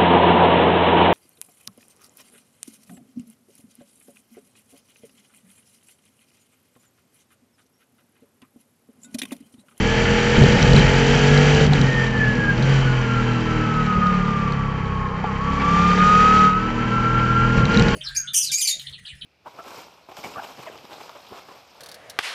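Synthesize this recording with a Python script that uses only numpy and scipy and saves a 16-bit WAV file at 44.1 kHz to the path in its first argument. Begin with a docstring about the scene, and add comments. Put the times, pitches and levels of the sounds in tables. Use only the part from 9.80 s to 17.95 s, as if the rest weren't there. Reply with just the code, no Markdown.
"""Inside the bare cockpit of a V8 race car: full throttle over bumps, off the gas, a blip and a
downshift, a long coast into a corner, then power again. Exhaust pulses boom in the cockpit, burning
fuel rasps, the intake hisses and straight-cut gear teeth whine. The road shakes the body and rattles
its loose metal. Engine speed is in four-stroke cycles per second (Hz); an "order" is a tone at a
whole multiple of that speed."""
import sys
import numpy as np
from scipy import signal
from scipy.fft import rfft, irfft, next_fast_len
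from scipy.io import wavfile

SR = 44100
rng = np.random.default_rng(int(sys.argv[2]) if len(sys.argv) > 2 else 0)


def digitize_waveform(pressure):
    """Quantize a signal to 16-bit integers and store it at the path in sys.argv[1].

    Rows of a 2-D input are taken as channels; values are limited to [-1, 1].
    """
    field = np.atleast_2d(pressure).T
    bounded = np.clip(field, -1, 1)
    quanta = np.round(bounded * 32767).astype(np.int16)
    wavfile.write(sys.argv[1], SR, quanta)


N = 359415

# how fast the engine turns: time_s, speed_hz
ENGINE_SPEED = [(0, 39.7), (.23, 42.3), (.48, 43.3), (.7, 43.4), (1.15, 45.1), (1.27, 46.5), (1.89, 50),
                (2.03, 44.5), (2.25, 43.1), (2.72, 38.6), (2.88, 45.9), (3.29, 41.1), (3.65, 39.7),
                (4.62, 35.2), (5.34, 31.8), (5.65, 33.4), (6.25, 36.8), (6.55, 38), (6.71, 37.6),
                (6.85, 39), (7.14, 40.1), (7.64, 40.85), (7.76, 41.6), (7.84, 40.7), (8.04, 42.6),
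                (8.15, 42.4)]
# the gas pedal, from 0 (shut) to 1 (full): time_s, throttle
THROTTLE = [(0, 0.9), (.25, 0.94), (1.84, 0.77), (1.9, 0.02), (2.69, 0), (2.78, 0.3), (2.87, 0), (5.2, 0),
            (5.38, 0.19), (5.58, 0), (5.76, 1), (6.4, 1), (6.65, 0.55), (6.71, 0.05), (6.9, 0.18),
            (7.15, 0.26), (7.7, 0.47), (7.95, 0.73), (8.15, 0.6)]
# how hard the engine works, given as the loudness of its rasp: time_s, level_db
EFFORT = [(0.0, -29), (0.04, -28), (0.16, -26.5), (0.84, -25), (1.84, -25), (1.9, -33.5), (1.95, -28),
          (2.13, -31), (2.25, -30), (2.31, -33.5), (2.47, -33), (2.74, -34), (2.93, -29), (3.09, -32.5),
          (4.7, -36.5), (4.81, -39), (5.33, -40.5), (5.65, -37.5), (5.92, -30.5), (6.4, -28), (6.65, -29),
          (6.74, -36), (7.74, -33.5), (7.78, -30), (7.83, -34.5), (7.94, -28.5), (8.15, -29.5)]
# the deep exhaust tones: order, level_db, full_throttle_change_db, coasting_change_db_per_hz
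LOW_ORDERS = [(1, -19, 1, -0.3), (2, -23.5, 6, -1), (3, -21, -8.5, .1), (4, -36.5, -7.5, -0.34),
              (5, -32, 3, 0), (6, -30.5, -5, 0.5), (8, -40.5, 2.5, 0.62)]
# how the air in the cockpit boosts some pitches and swallows others: pitch_hz, gain_db
COCKPIT_AIR = [(32, -23.5), (42, -8), (66, -13.5), (80, -15.5), (98, -7.5), (111, -10), (120, 0), (135, 7),
               (150, 13), (165, 1), (183, 13), (200, 3.5), (220, 4.5), (240, 6), (260, -0.5), (279, 5),
               (297, -8), (312, 14), (328, 1), (365, -0.5), (395, 3.5)]
# each row of cylinders fires unevenly, which favours some orders: order, gain_db
ORDER_GAINS = [(7, 0), (9, 2), (10, -3), (11, 3.5), (12, 1), (13, -0.5), (14, 1.5), (15, 3), (16, 4),
               (17, -12.5), (18, -4.5), (19, -1), (20, 1), (21, 0)]
# tone of the exhaust bark, combustion rasp and intake hiss: pitch_hz, level_db
BARK_SPECTRUM = [(220, 4), (330, -16), (400, -9.5), (460, -2.5), (530, -21.5), (700, -17), (860, -9.5),
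                 (1050, -24.5), (1500, -18.5), (1700, -20), (1900, -18.5), (2500, -21.5), (2850, -17.5),
                 (3130, -18.5), (3450, -48)]
RASP_SPECTRUM = [(300, -5), (450, 6.5), (680, -5), (860, 5), (1050, -8.5), (1400, 4), (1700, -2.5),
                 (2000, 2.5), (2400, -0.5), (2800, -4), (3130, 0), (3420, -17), (4500, -13.5), (7000, -35)]
HISS_SPECTRUM = [(2000, -26.5), (3400, 4.5), (3540, -7.5), (4540, -1.5), (5240, -6), (5900, -2), (6410, -9),
                 (7210, -6), (7690, -13), (8000, -17.5), (10400, -49.5), (17600, -120)]
# where the bare panels ring: pitch_hz, width_hz, boost_db
PANEL_RESONANCES = [(484, 10, 6), (625, 14, 6.5), (850, 19, 3.5), (1671, 24, 10), (1753, 130, 5.5),
                    (2296, 74, 4.5), (2540, 5.2, 9.5), (3120, 60, 4), (3680, 50, 7), (4720, 130, 2.5),
                    (6060, 41, 2), (6650, 120, 2.5)]
# where the gearbox casing rings: pitch_hz, width_hz, level_db
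CASING_RESONANCES = [(1091, 20, -32.5), (1187, 36, -27.5), (1256.3, 39.6, -21.5), (1360, 32, -30.5),
                     (1550, 14, -34), (1631, 24, -19.5), (1720, 28, -20.5), (1818, 73, -25)]
# surges press the gear teeth together or let them float: time_s, half_length_s, whine_change_db
GEAR_SURGES = [(1.957, 0.094, -14), (2.31, .02, -6), (2.777, 0.026, -14), (3.093, 0.04, 11.5),
               (3.37, .04, 6.5), (3.442, .025, -14.5), (3.627, 0.038, -11), (4.052, 0.023, -13.5),
               (4.2, 0.011, -9.5), (4.278, 0.051, 5.5), (4.414, 0.082, -3.5), (5.31, 0.049, 4.5),
               (5.402, .035, -17), (6.163, 0.021, -13), (6.812, .012, -6), (6.95, 0.053, -11.5),
               (7.085, 0.024, -10.5), (7.866, 0.026, -13.5)]
# rough stretches of track: start_s, length_s, level_db
ROUGH_TRACK = [(0.558, 0.43, -15.5), (1.757, .08, -17.5), (1.92, 0.094, -19), (2.3, 0.4, -25.5),
               (2.743, 0.052, -20.5), (4.15, 0.044, -25.5), (7.742, 0.043, -17), (7.924, .09, -14.5)]
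# tone of the shaking body, and of tyres and air: pitch_hz, level_db
RUMBLE_SPECTRUM = [(20, -13.5), (35, 4), (55, -3.5), (75, 3), (105, 0), (145, 6), (220, 4), (290, -9),
                   (380, -12), (520, -7), (900, -31)]
ROLLING_SPECTRUM = [(18, 2), (32, 12.5), (50, 8.5), (100, -7.5), (280, -8), (450, 2), (650, -13),
                    (860, -1.5), (1200, 0.5), (1700, -11), (3000, -39)]
# bumps slam the suspension, loose metal clatters, driveline slack snaps shut: start_s, peak_db
BUMPS = [(0.577, -1.5), (0.613, 2.5), (0.633, -0.5), (0.937, 0.5), (0.975, -5.5), (1.931, -24),
         (4.169, -14), (7.994, -7)]
RATTLES = [(.637, -15), (.724, -14), (.827, -9), (.876, -19), (.933, -12.5), (.964, -8), (.994, -11),
           (1.576, -10.5), (1.748, -12.5), (1.865, -16), (1.934, -10), (2.014, -14), (2.779, -23),
           (2.825, -17.5), (4.269, -20), (4.722, -24), (7.854, -16), (7.945, -14), (7.973, -10),
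           (7.996, -10), (8.023, -15), (8.084, -12)]
CLUNKS = [(1.924, -15), (2.78, -30), (5.44, -11)]
# the notes each part rings with, and their time to fade by 60 dB: pitch_hz, level_db, ring_s
CHASSIS_MODES = [(73, -8, 0.053), (144, 7.5, 0.14), (217.4, 2, 0.14), (344, -4.5, 0.054), (391, -2, 0.098)]
METAL_MODES = [(3650, -6.5, 0.0037), (3940, 13.5, 0.012), (4260, 9.5, 0.009), (4750, 1.5, 0.0046),
               (5440, -2.5, 0.0054), (5600, 1, 0.0057), (7100, -14, 0.0029)]
DRIVELINE_MODES = [(470, 1, .04), (774, 3.5, 0.08), (850, 9, 0.057), (930, 5, 0.046), (1330, -6, .054),
                   (2300, -14, .02), (3220, -10, .022), (4500, -27, .022)]

CRUISE_HZ, FULL_EFFORT_DB = 40, -25.5  # the engine speed and effort that levels are counted from
THIRD_GEAR, SECOND_GEAR = 41.8, 33.55  # tooth contacts per engine cycle
SHIFT_START_S, SHIFT_END_S = 2.72, 2.88
DRIVE_THROTTLE = .3  # enough throttle to press the gear teeth fully together
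TIME_S = np.arange(N) / SR


def exhaust_boom(angle, speed, throttle):
    """The lowest orders swell in the cockpit's air and add up to one lumpy thump each cycle."""
    # on a barely open throttle the engine neither pulls nor brakes, and the boom sinks
    lull_db = -5 * np.exp(-((throttle - .16) / .2) ** 2)
    out = np.zeros(N)
    for order, db, throttle_db, coast_db_per_hz in LOW_ORDERS:
        lag = .22 * order ** 2  # higher orders arrive later
        load_db = throttle_db * throttle + coast_db_per_hz * (1 - throttle) * (speed - CRUISE_HZ)
        level_db = db + load_db + lull_db + level_at(COCKPIT_AIR, order * speed)
        out += from_db(level_db) * unsteady_tone(order * angle - lag, rough=.26, wander_hz=2.2)
    return out


def exhaust_bark(angle, speed, throttle, effort_db, pipe_hz=468, pipe_width_hz=13):
    """Higher orders bark harder under power; those below 14 also ring the exhaust pipe."""
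    bark_db = -25.5 + 1.26 * (effort_db - FULL_EFFORT_DB) + throttle * (speed - CRUISE_HZ)
    push = np.clip((effort_db + 28.5) / 7, 0, 1)
    out = np.zeros(N)
    for order in [7, *range(9, 80)]:
        hz = order * speed
        if order < 14:
            near_pipe = 1 / (1 + ((hz - pipe_hz) / pipe_width_hz) ** 2)
            level_db = bark_db + 8.5 * push * (near_pipe - .6)
        else:
            level_db = effort_db - 3 + 5 * push
        if order > ORDER_GAINS[-1][0]:
            level_db += 3.5 * rng.uniform(-1.5, 1.2)  # unequal pipes make some orders stand out
        level_db += level_at(BARK_SPECTRUM, hz) + np.interp(order, *np.transpose(ORDER_GAINS))
        phase = order * angle + rng.uniform(0, 2 * np.pi)
        out += from_db(level_db) * unsteady_tone(phase, rough=.08 + .0022 * order, wander_hz=5.4)
    return out


def firing_noise(angle, spectrum, lope_db, flutter_db):
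    """Rushing gas puffs with each of the eight firings; the uneven rows add a limping beat, the lope."""
    puff_db = np.cos(8 * angle)
    lope = np.cos(angle) + np.cos(3 * angle + 1) + np.cos(5 * angle)
    loudness = from_db(puff_db + lope_db * lope + flutter_db * wander(37))
    return shape_tone(loudness * rng.standard_normal(N), spectrum)


def ring_panels(sound):
    """The bare panels boost any sound that comes near one of their own pitches."""
    out = sound
    for hz, width_hz, boost_db in PANEL_RESONANCES:
        decay = np.exp(-np.pi * width_hz / SR)
        feed = np.array([1, 0, -1]) * (1 - decay ** 2) / 2
        feedback = [1, -2 * decay * np.cos(2 * np.pi * hz / SR), decay ** 2]
        out = out + (from_db(boost_db) - 1) * signal.lfilter(feed, feedback, sound)
    return out


def gear_whine(speed, throttle, effort_db):
    """Gear teeth sing as they meet, less steadily when the whine is weak; the shaft's turn sways them."""
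    tooth_hz = tooth_rate(speed)
    angle = tooth_angle(tooth_hz)
    drive = np.clip(throttle / DRIVE_THROTTLE, 0, 1)
    whine_db = whine_level(tooth_hz, drive)
    slack = np.interp(whine_db, [-24, -14], [.36, .08])
    main = from_db(whine_db) * unsteady_tone(angle, rough=slack, wander_hz=38)
    # teeth pressed by engine power add overtones
    bite_db = np.minimum(whine_db - 14, 2 * effort_db + 21)
    overtones = from_db(bite_db) * unsteady_tone(2 * angle, rough=.11, wander_hz=31)
    overtones += from_db(bite_db - 8.5) * unsteady_tone(3 * angle, rough=.49, wander_hz=20)
    # two other gear pairs: one sings above, one growls below
    upper = from_db(.5 * whine_db - 24) * unsteady_tone(7 / 6 * angle, rough=.15, wander_hz=14)
    growl_db = -43 + .75 * (speed - CRUISE_HZ) + 5.9 * drive
    growl = from_db(growl_db) * unsteady_tone(.76 * angle, rough=2.1, wander_hz=50)
    shaft = turning_angle(speed)
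    sway = 1 + .061 * np.cos(shaft) + .098 * np.cos(2 * shaft) + .1 * np.cos(3 * shaft)
    in_second_gear = TIME_S > SHIFT_END_S
    return sway * (main + (overtones + upper + growl) * in_second_gear)


def tooth_rate(speed):
    """Tooth contacts per second follow the car's speed, so they glide through the shift."""
    in_gear = (TIME_S < SHIFT_START_S) | (TIME_S > SHIFT_END_S)
    tooth_hz = speed * np.where(TIME_S < SHIFT_END_S, THIRD_GEAR, SECOND_GEAR)
    return np.interp(TIME_S, TIME_S[in_gear], tooth_hz[in_gear])


def tooth_angle(tooth_hz, pickup_s=5.445, swing_hz=4.18, fade_s=.1138):
    """The whine's pitch wavers, and swings as throttle in the corner winds up the driveline."""
    since_s = np.maximum(TIME_S - pickup_s, 0)
    swing = .1117 * (since_s > 0) * np.exp(-since_s / fade_s) * np.cos(2 * np.pi * swing_hz * since_s)
    return turning_angle(tooth_hz * (1 + swing + .0014 * wander(12)))


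def whine_level(tooth_hz, drive):
    """The whine, in dB, swells where the casing rings and follows the load on the teeth."""
    power = from_db(-40) ** 2  # the floor between resonances
    for hz, width_hz, db in CASING_RESONANCES:
        power += (from_db(db) / (1 + ((tooth_hz - hz) / width_hz) ** 2)) ** 2
    drive_db = drive * np.where(TIME_S < SHIFT_END_S, -7.5, 9)  # softer in third, louder in second
    surge_db = sum(db * np.exp(-((TIME_S - at_s) / half_s) ** 2) for at_s, half_s, db in GEAR_SURGES)
    return 10 * np.log10(power) + drive_db + surge_db


def body_shake(speed, throttle, rise_s=.038, fade_s=.13):
    """How hard the body shakes: more with engine speed and throttle, and on each rough stretch."""
    power = from_db(-31 + 5.5 * throttle + .6 * (speed - CRUISE_HZ)) ** 2
    for start_s, length_s, db in ROUGH_TRACK:
        rise = np.clip((TIME_S - start_s) / rise_s, 0, 1)
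        fade = np.exp(-np.maximum(TIME_S - start_s - length_s, 0) / fade_s)
        power += (from_db(db) * rise * fade) ** 2
    return np.sqrt(power)


def loose_metal(effort_db, shake):
    """Loose parts clatter, and tick at random: more often with effort and shake, harder with effort."""
    ticks_per_s = 32 * from_db(effort_db - FULL_EFFORT_DB) + 300 * shake
    ticking = rng.random(N) < ticks_per_s / SR
    peak_db = effort_db + .5 + 1.2 * rng.standard_normal(N)
    ticks = zip(TIME_S[ticking], peak_db[ticking])
    return strike([*RATTLES, *ticks], METAL_MODES, scatter_s=.00079)


def road(shake):
    """The body rumbles and bumps thump the chassis over the steady roar of tyres and air."""
    rumble = shake * shape_tone(rng.standard_normal(N), RUMBLE_SPECTRUM)
    thumps = strike(BUMPS, CHASSIS_MODES, scatter_s=.0059)
    roar = from_db(-33.5) * shape_tone(rng.standard_normal(N), ROLLING_SPECTRUM)
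    return rumble + thumps + roar


def strike(events, modes, scatter_s):
    """Each hit is a quick scatter of tiny contacts that sets a part ringing."""
    t = np.arange(SR // 8) / SR
    ring = sum(from_db(db - 60 * t / ring_s) * np.sin(2 * np.pi * hz * t) for hz, db, ring_s in modes)
    out = np.zeros(N + SR)
    for start_s, peak_db in events:
        contacts = rng.standard_normal(len(t)) * np.exp(-t / scatter_s)
        hit = signal.fftconvolve(ring, contacts)[:len(t)]
        start = int(start_s * SR)
        out[start:start + len(t)] += from_db(peak_db) * hit / abs(hit).max()
    return out[:N]


def unsteady_tone(angle, rough, wander_hz):
    """A tone that wobbles in strength and timing, with an average power near 1."""
    tone = (1 + rough * wander(wander_hz)) * np.sin(angle)
    jitter = rough * wander(wander_hz) * np.cos(angle)
    return np.sqrt(2 / (1 + 2 * rough ** 2)) * (tone + jitter)


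def wander(rate_hz):
    """A smooth random wobble, typically about 1 in size."""
    step, warm_up = 40, 2000
    decay = np.exp(-2 * np.pi * step * rate_hz / SR)
    noise = rng.standard_normal(N // step + warm_up + 2)
    slow = signal.lfilter([1], [1, -2 * decay, decay ** 2], noise)[warm_up:]
    return np.interp(np.arange(N) / step, np.arange(len(slow)), unit_power(slow))


def shape_tone(sound, spectrum):
    """Give a sound the tone of a spectrum, fading beyond its ends, at an average power of 1."""
    size = next_fast_len(N)
    hz = np.arange(size // 2 + 1) * SR / size + 1e-3
    low_cut = 1 / (1 + (.8 * spectrum[0][0] / hz) ** 6)
    high_cut = 1 / (1 + (hz / spectrum[-1][0] / 1.3) ** 6)
    gain = from_db(level_at(spectrum, hz)) * low_cut * high_cut
    return unit_power(irfft(rfft(sound, size) * gain, size)[:N])


def level_at(spectrum, hz):
    """Look up a spectrum's level in dB at any pitch."""
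    pitch_hz, level_db = np.transpose(spectrum)
    return np.interp(np.log(hz + 1e-3), np.log(pitch_hz), level_db)


def over_time(curve):
    """Join a curve's points to get its value at every sample."""
    return np.interp(TIME_S, *np.transpose(curve))


def turning_angle(hz):
    """Add up a turning speed into the angle turned so far."""
    return 2 * np.pi * np.cumsum(hz) / SR


def from_db(db):
    """Turn decibels into a multiplier."""
    return 10 ** (np.asarray(db) / 20)


def unit_power(sound):
    """Scale a sound to an average power of 1."""
    return sound / np.sqrt(np.mean(sound ** 2) + 1e-20)


def scene():
    """Engine, gearbox, road and loose metal, heard at one spot in the cockpit."""
    speed = over_time(ENGINE_SPEED)
    throttle = over_time(THROTTLE)
    effort_db = over_time(EFFORT)
    shake = body_shake(speed, throttle)
    angle = turning_angle(speed * (1 + .001 * wander(10)))
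    exhaust = exhaust_boom(angle, speed, throttle) + exhaust_bark(angle, speed, throttle, effort_db)
    rasp = from_db(effort_db + .13) * firing_noise(angle, RASP_SPECTRUM, lope_db=.1, flutter_db=1.48)
    hiss_db = -32.5 + 1.58 * (effort_db - FULL_EFFORT_DB)  # the hiss grows faster than the rasp
    hiss = from_db(hiss_db) * firing_noise(angle, HISS_SPECTRUM, lope_db=1, flutter_db=.87)
    engine = ring_panels(exhaust + rasp + hiss)
    gears = gear_whine(speed, throttle, effort_db)
    rattles = loose_metal(effort_db, shake)
    clunks = strike(CLUNKS, DRIVELINE_MODES, scatter_s=.0054)
    return (engine + gears + road(shake) + rattles + clunks)[None]


def record(dry, mic_top_hz=7850, cutoff_hz=8500):
    """The microphone misses the highest treble, and the hardest bumps overload it."""
    dulled = signal.sosfilt(signal.cheby1(14, .2, mic_top_hz, fs=SR, output="sos"), dry)
    clipped = np.clip(dulled, -.71, .71)
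    return signal.sosfilt(signal.butter(6, cutoff_hz, fs=SR, output="sos"), clipped)


dry = scene()
out = record(dry)
digitize_waveform(out)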